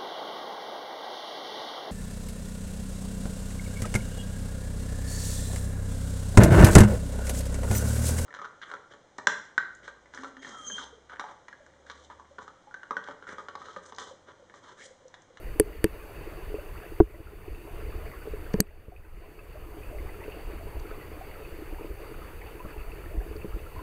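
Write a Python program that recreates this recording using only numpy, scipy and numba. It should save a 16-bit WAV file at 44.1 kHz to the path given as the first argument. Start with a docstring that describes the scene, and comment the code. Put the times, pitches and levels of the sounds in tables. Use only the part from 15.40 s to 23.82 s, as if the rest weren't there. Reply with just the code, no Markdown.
"""A shallow forest creek trickles over stones throughout: a soft wash with small bubbles in it.
The hand-held camera rumbles in the grip. Hard knocks and snaps come in the first half second; at 1.6 s
a tick leads into the loudest knock, the first soft bump follows, and more snaps come near 3.2 s.
Lighter knocks, a few bumps and faint snaps fill the rest. Body and shell sounds are ringing modes.
The preamplifier hisses, gain control ducks after loud peaks and narrow notches cut the treble."""
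import sys
import numpy as np
from scipy import signal
from scipy.fft import rfft, irfft, next_fast_len
from scipy.io import wavfile
from scipy.ndimage import uniform_filter1d, map_coordinates
from numba import njit

SR = 44100
rng = np.random.default_rng(int(sys.argv[2]) if len(sys.argv) > 2 else 0)


def digitize_waveform(pressure):
    """Quantize a signal to 16-bit integers and store it at the path in sys.argv[1].

    Rows of a 2-D input are taken as channels; values are limited to [-1, 1].
    """
    field = np.atleast_2d(pressure).T
    bounded = np.clip(field, -1, 1)
    quanta = np.round(bounded * 32767).astype(np.int16)
    wavfile.write(sys.argv[1], SR, quanta)


N = 371322  # length in samples


def amp(db):
    """Turn decibels into a gain: every 20 dB is a factor of ten."""
    return 10 ** (np.asarray(db) / 20)


def unit(x):
    """Scale x to an average (rms) strength of 1."""
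    return x / np.sqrt(np.mean(x ** 2) + 1e-20)


def along(points, hz):
    """Read a curve of (frequency, value) points, spaced by the log of frequency."""
    point_hz, value = np.transpose(points)
    return np.interp(np.log(hz + 1), np.log(point_hz + 1), value)


def wobble(rate):
    """Draw a smooth random curve through this many random points a second."""
    points = rng.standard_normal(int(N * rate / SR) + 4)
    return map_coordinates(points, [np.arange(N) * rate / SR])


def filtered(x, response):
    """Filter x by multiplying its spectrum by a response that depends on frequency."""
    size = next_fast_len(N + SR // 2)  # spare room keeps the end from wrapping onto the start
    hz = np.fft.rfftfreq(size, 1 / SR)
    return irfft(rfft(x, size) * response(hz), size)[..., :N]


def resonances(modes):
    """Build the response of modes that ring when struck: (pitch_hz, width_hz, level_db)."""
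    def response(hz):
        return sum(amp(level_db) * 1j * hz * width / (pitch * pitch - hz * hz + 1j * hz * width)
                   for pitch, width, level_db in modes)
    return response


def scatter(start_s, shapes):
    """Add one short sound, a row of shapes, at each start time."""
    first = (np.asarray(start_s) * SR).astype(int)[:, None]
    at = first + np.arange(shapes.shape[1])
    return np.bincount(at.ravel(), shapes.ravel(), N + SR)[:N]


def rush(spectrum, patchy_db):
    """Make coloured noise of rms 1 whose level varies in patches of time and frequency."""
    z = signal.stft(rng.standard_normal(N + 512), nperseg=512)[2]
    patches = uniform_filter1d(rng.standard_normal(z.shape), size=4, axis=0)
    patches = uniform_filter1d(patches, size=8, axis=1)
    noise = signal.istft(z * amp(patchy_db * unit(patches)), nperseg=512)[1][:N]
    return unit(filtered(noise, lambda hz: amp(along(spectrum, hz))))


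def wash():
    """Far water blends into coloured noise whose level sways slowly and quickly."""
    # colour of the far water: (frequency_hz, relative level_db per Hz)
    colour = [(71, -17), (120, -4.5), (229, -15), (311, -6.5), (430, -2.5), (754, -12.5), (1320, -13.5),
              (1540, -16), (2570, -16.5), (2890, -18.5), (3200, -26), (4130, -31.5), (4570, -21.5),
              (5150, -36), (7000, -46), (9100, -72), (15400, -120)]
    level_db = -48.5 + 0.71 * wobble(2.38) + 0.88 * wobble(13)
    return amp(level_db) * rush(colour, patchy_db=1.62)


def bubbles(start_s, level_db, pitch_hz, t60_s, rise):
    """Each bubble is a damped sine with a soft start; its pitch climbs as it nears the surface."""
    t = np.arange(SR // 16) / SR
    level_db, pitch_hz = level_db[:, None], pitch_hz[:, None]
    t60_s = np.clip(t60_s, .004, .12)[:, None]  # time to fade by 60 dB
    phase = 2 * np.pi * pitch_hz * (t + rise * t * t / t60_s)
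    soft_start = 1 - np.exp(-t * pitch_hz / 0.58)
    return scatter(start_s, amp(level_db - 60 * t / t60_s) * soft_start * np.sin(phase))


def babble(count=350, size=4):
    """Gurgles are small groups of bubbles, close together in time and pitch."""
    lag_s = np.minimum(.04 * rng.exponential(size=(count, size)), .3)
    start_s = rng.uniform(0, N / SR - .3, (count, 1)) + lag_s
    # each gurgle has its own pitch and level; its bubbles spread around them
    log_pitch = .5 * rng.standard_normal((count, 1)) + .12 * rng.standard_normal((count, size))
    level_db = 3 * np.minimum(rng.exponential(size=(count, 1)), 3)
    level_db = level_db + 3.8 * rng.standard_normal((count, size))
    pitch_hz = np.clip(1350 * np.exp(log_pitch), 250, 2550).ravel()
    t60_s = 50 / pitch_hz
    return amp(-56) * unit(bubbles(start_s.ravel(), level_db.ravel(), pitch_hz, t60_s, rise=0.18))


def plops():
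    """The nearest single bubbles ring longer when they are low."""
    # nearest bubbles: (start_s, level_db, pitch_hz at the start)
    nearest = [(.614, -43.5, 1140), (1.185, -30.5, 558), (1.358, -40, 1350), (1.442, -42, 669),
               (1.746, -41.5, 1950), (1.87, -39, 1366), (2.525, -39.5, 1170), (2.554, -43.5, 786),
               (3.063, -42.5, 1560), (3.105, -41, 1170), (3.52, -30.5, 707), (3.563, -35, 2470),
               (3.65, -45, 2500), (3.989, -39.5, 1200), (3.992, -39, 2540), (4.155, -33, 590),
               (4.434, -41.5, 2460), (4.526, -34, 583), (4.585, -41.5, 2080), (4.691, -40.5, 1970),
               (4.816, -36, 900), (4.921, -36.5, 2730), (5.21, -37.5, 647), (5.368, -39, 650),
               (5.612, -42, 1950), (5.811, -31, 745), (5.955, -41, 1300), (6.049, -41, 2520),
               (6.385, -35.5, 907), (6.632, -42, 1084), (6.818, -40, 1230), (7.016, -39.5, 1880),
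               (7.203, -34, 975), (7.252, -39.5, 1140), (7.365, -40, 837), (7.659, -41.5, 1780),
               (7.813, -37.5, 727), (8.264, -37.5, 1320), (8.362, -34.5, 1004), (8.392, -32.5, 997)]
    start_s, level_db, pitch_hz = np.transpose(nearest)
    t60_s = 0.05 * (1000 / pitch_hz) ** 0.34
    return bubbles(start_s, level_db, pitch_hz, t60_s, rise=0.092)


def trees(x):
    """Trunks and banks scatter the sound back; each frequency dies at its own speed."""
    # how long the scattered sound lasts: (frequency_hz, t60_s)
    fading = [(200, 0.062), (2000, 0.3), (8000, 0.19)]
    hz, t, z = signal.stft(rng.standard_normal(SR // 3), SR, nperseg=256)
    fade_db = -60 * t / along(fading, hz)[:, None]
    tail = signal.istft(z * amp(fade_db), SR, nperseg=256)[1]
    return signal.fftconvolve(x, tail / np.linalg.norm(tail))[:N]


def creek():
    """Far water, gurgles and near bubbles sound together; the trees return the bubbles."""
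    near = babble() + plops()
    return wash() + near + amp(-9) * trees(near)


def rumble():
    """The grip shakes the body as low noise that swells in quick, uneven lumps."""
    # strength of the grip's rumble: (time_s, level_db)
    grip = [(0, -38.5), (.2, -40.5), (1.2, -40.5), (1.7, -38.5), (2.8, -38), (3.4, -34.5), (3.9, -36),
            (4.4, -39), (4.7, -39), (6.4, -42.5), (7.3, -40), (8.42, -38.5)]
    # colour of the rumble: (frequency_hz, relative level_db per Hz)
    colour = [(7.1, -35.5), (12, -2), (23, 2), (40, -3), (76, -8), (107, -18), (250, -32.5), (320, -70.5),
              (550, -120)]
    time_s, grip_db = np.transpose(grip)
    level_db = np.interp(np.arange(N) / SR, time_s, grip_db)
    lumps = amp(np.clip(2.2 * wobble(14) + 3.1 * wobble(30), -7, 5))
    return amp(level_db) * unit(lumps * rush(colour, patchy_db=-0.5))


def bumps():
    """At a soft bump of the palm the whole body swings a few times, low and dull."""
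    # palm bumps: (start_s, peak level_db)
    palm = [(1.625, -20.5), (2.108, -32), (4.575, -26.5), (6.5, -29.5), (7.775, -20), (8.138, -26)]
    pitch_hz, t60_s, rise_s = 48.2, 0.11, 0.0061
    start_s, level_db = np.transpose(palm)
    t = np.arange(SR // 6) / SR
    envelope = amp(-60 * t / t60_s) * (1 - np.exp(-t / rise_s))
    swing = envelope * np.sin(2 * np.pi * pitch_hz * t)
    return scatter(start_s, amp(level_db)[:, None] * swing / swing.max())


def tick():
    """Just before the loudest knock, a smooth one-sided push rises and falls in about a millisecond."""
    start_s, level_db, width_s = 1.6016, -2.5, .00035
    u = np.arange(SR // 100) / SR / width_s - 3  # the peak comes three widths after the start
    return scatter([start_s], -amp(level_db) * np.exp(-u * u)[None])


def snaps():
    """Plastic snaps are short bursts of bright rattle that also ring the thin shell."""
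    # snaps: (start_s, level_db, low_hz, high_hz, length_s, ring_db, ping_db);
    # shell ring and ping are relative to the snap's level
    snap_list = [(0.1986, -1, 8600, 12200, 0.00077, -12, -13.5),
                 (0.4427, -10.5, 7600, 12900, 0.00054, 0, -5), (.546, -59, 3000, 5920, 0.0066, -2, -8),
                 (3.135, -35, 4200, 6800, 0.0038, -10, -4), (3.14, -37, 4470, 9930, 0.0013, 11, 8),
                 (3.2039, 3, 5500, 19540, 0.002, -7.5, 0.5), (5.394, -45, 4000, 6960, .0087, -6, -1),
                 (7.965, -49, 4100, 5200, .012, 2, 16)]
    # ring of the thin outer shell: (pitch_hz, width_hz, level_db)
    shell = [(1804, 260, 0.5), (2300, 260, -8), (2850, 260, -9.5)]
    # high ping of the shell: (pitch_hz, width_hz, level_db)
    high_ping = [(4570, 220, 0)]
    t, bright = np.arange(SR // 100) / SR, []  # every burst is cut off at 10 ms
    for _, level_db, low_hz, high_hz, length_s, *_ in snap_list:
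        swell = np.sin(np.pi * np.clip(t / length_s, 0, 1) ** 0.67)
        burst = amp(level_db) * swell * np.sign(rng.standard_normal(len(t)))
        burst[0] = amp(level_db + 4) * min(1, .002 / length_s)  # first crack, softer in a slow snap
        band = signal.butter(3, [low_hz, min(high_hz, 21000)], "bandpass", fs=SR, output="sos")
        bright.append(signal.sosfilt(band, burst))
    start_s, level_db, *_, ring_db, ping_db = np.transpose(snap_list)
    blow = amp(level_db[:, None] + 18.5 - 60 * t / 0.00034)  # a very short push sets the shell ringing
    ring = filtered(scatter(start_s, amp(ring_db)[:, None] * blow), resonances(shell))
    ping = filtered(scatter(start_s, amp(ping_db)[:, None] * blow), resonances(high_ping))
    return scatter(start_s, np.array(bright)) + ring + ping


def strike_body(start_s, level_db, thud_db, hollow_db, edge_db, sway, scatter_db):
    """Each knock rings the body modes, weighted by where and how hard it lands."""
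    # modes of the camera body: (pitch_hz, level_db, t60_s)
    body = [(66.6, 7, 0.022), (105.8, -3.5, 0.04), (197, 7.5, 0.048), (258, -5.5, 0.049), (328.3, 0, 0.05),
            (421.5, -1, 0.059), (720, 2.5, 0.012), (970, -4, 0.026), (1350, -5, 0.0076)]
    t, sizes, rings = np.arange(SR // 10) / SR, [], []
    chance_db = scatter_db * rng.standard_normal((len(start_s), len(body)))
    for k, (hz, mode_db, t60_s) in enumerate(body):
        if hz < 130:
            weight_db = thud_db
        elif hz < 280:
            weight_db = hollow_db
        elif hz < 600:
            weight_db = 0  # the main modes
        else:
            weight_db = edge_db
        envelope = amp(mode_db - 60 * t / t60_s) * (1 - np.exp(-t / 0.001))
        rings.append(envelope * np.sin(2 * np.pi * hz * t))
        upper_main = 370 < hz < 600
        sizes.append(amp(level_db + weight_db + chance_db[:, k]) * (sway if upper_main else 1))
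    return scatter(start_s, -np.transpose(sizes) @ np.array(rings))


def taps(count=700):
    """Many faint touches at random times ring the body very softly."""
    start_s = rng.uniform(0, N / SR, count)
    level_db = 2.6 * np.minimum(rng.exponential(size=count), 3)
    sway = np.sign(rng.standard_normal(count))
    touches = strike_body(start_s, level_db, thud_db=-14.5, hollow_db=-20.0, edge_db=-16.5,
                          sway=sway, scatter_db=5.0)
    return amp(-50) * unit(touches)


def knocks():
    """Single knocks on the camera body ring its thud, hollow, main and hard-edge modes."""
    # knocks: (start_s, level_db, thud_db, hollow_db, sway); thud and hollow are relative to the level,
    # sway is the signed size [no unit] of the upper main mode, set by where the knock lands
    knock_list = [(.199, -7.5, -12.5, -18, 1.06), (0.26, -38.5, -6, -19, 2.5), (.35, -37, -7, -16, 1.5),
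                  (0.443, -5, -12, -15.5, 0.7), (.547, -39, -13, -23, 1.9), (1.142, -27.5, -5, -21, 2.5),
                  (1.6036, 6.5, -7, -19.5, -0.4), (1.803, -27.5, -5, -22.5, .7),
                  (2.079, -30, -4, -20, -0.85), (2.461, -37, -14, -21, 2), (2.873, -32.5, -11, -18, 3.5),
                  (2.936, -36.5, -3, -21, 6), (3.1417, -16, -25, -1, 0.73), (3.186, -33, -24, -12, 2.2),
                  (3.2018, -13, -10, 8, 1.95), (3.483, -27.5, 1.5, -6, 1.2), (4.88, -31.5, -10, -19, 2),
                  (4.963, -34.5, -15, -24, 1.5), (5.079, -44, -4, -17, 2.5), (5.512, -38, -18, -18, 3),
                  (5.717, -36.5, -12, -16, 2), (6.188, -33.5, -6, -22, 1.5), (6.22, -30, -12, -25, 0),
                  (6.326, -33, -18, -15, 2.5), (6.41, -31, -10, -20, 1.7), (6.446, -32, -8, -20, 1.85),
                  (6.714, -31.5, -13, -30, 1.5), (7.25, -38, 7.5, 1.5, -0.3), (7.77, -35, -10, -13, .8),
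                  (7.912, -35.5, -14, -22, 2), (7.957, -31, -2, -22, 1.5), (8.046, -30, -12.5, -1.5, 1),
                  (8.162, -33, -12, -9.5, 1)]
    start_s, level_db, thud_db, hollow_db, sway = np.transpose(knock_list)
    return strike_body(start_s, level_db, thud_db, hollow_db, edge_db=-15.5, sway=sway, scatter_db=2.12)


def hands():
    """The fingers and palm shake, touch and strike the camera body."""
    return rumble() + bumps() + taps() + tick() + snaps() + knocks()


def scene():
    """The creek and the handling of the camera add up in one channel."""
    return (creek() + hands())[None]


def hiss():
    """The preamplifier adds a faint, mostly high noise."""
    # colour of the hiss: (frequency_hz, relative level_db per Hz)
    colour = [(2000, -52.5), (5000, -8), (8000, -5), (14500, 0.5), (16000, -6.5)]
    return amp(-60) * rush(colour, patchy_db=-0.8)


@njit
def ducking(need_db, hold, step_db):
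    """The gain drops at once, waits for hold samples, then climbs back by step_db a sample."""
    gain, wait, out = 0.0, 0.0, np.empty_like(need_db)
    for i in range(len(need_db)):
        if need_db[i] < gain:
            gain, wait = need_db[i], hold
        elif wait > 0:
            wait -= 1
        else:
            gain = min(0.0, gain + step_db)
        out[i] = gain
    return out


def gain_control(x):
    """Loud peaks turn the gain down; lifted treble makes the control more alert to bright sounds."""
    limit_db, hold_s, climb_db_per_s = -5, .26, 12
    lifted = x + 2.14 * np.diff(x, prepend=0)
    power = np.abs(uniform_filter1d(lifted ** 2, size=200))
    level_db = 10 * np.log10(power + 1e-12)
    need_db = np.minimum(limit_db - level_db, 0)
    gain_db = ducking(need_db, hold_s * SR, climb_db_per_s / SR)
    return x * amp(uniform_filter1d(gain_db, size=100))


def notches(hz):
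    """Notch filters cut narrow bands; a sharp snap leaves the narrow ones ringing."""
    # notches: (centre_hz, width_hz)
    cuts = [(3187, 95), (4070, 170), (5125, 330), (5663, 350), (7127, 290), (8183, 46)]
    depth = .97  # 1 would silence the centre
    return np.prod([1 - depth * 1j * hz * width / (centre * centre - hz * hz + 1j * hz * width)
                    for centre, width in cuts], axis=0)


def band_limit(hz):
    """The treble fades out from 15610 Hz and is gone at 15910 Hz."""
    return np.clip((15910 - hz) / 300, 0, 1) ** 2


def record(dry):
    """Hiss, gain control, notches, soft clipping and a treble limit shape the sound in turn."""
    x = gain_control(dry[0] + hiss())
    x = filtered(x, notches)
    x = x / (1 + np.abs(x / .72) ** 8) ** (1 / 8)  # peaks bend over towards .72
    return filtered(x, band_limit)[None]


dry = scene()
out = record(dry)
digitize_waveform(out)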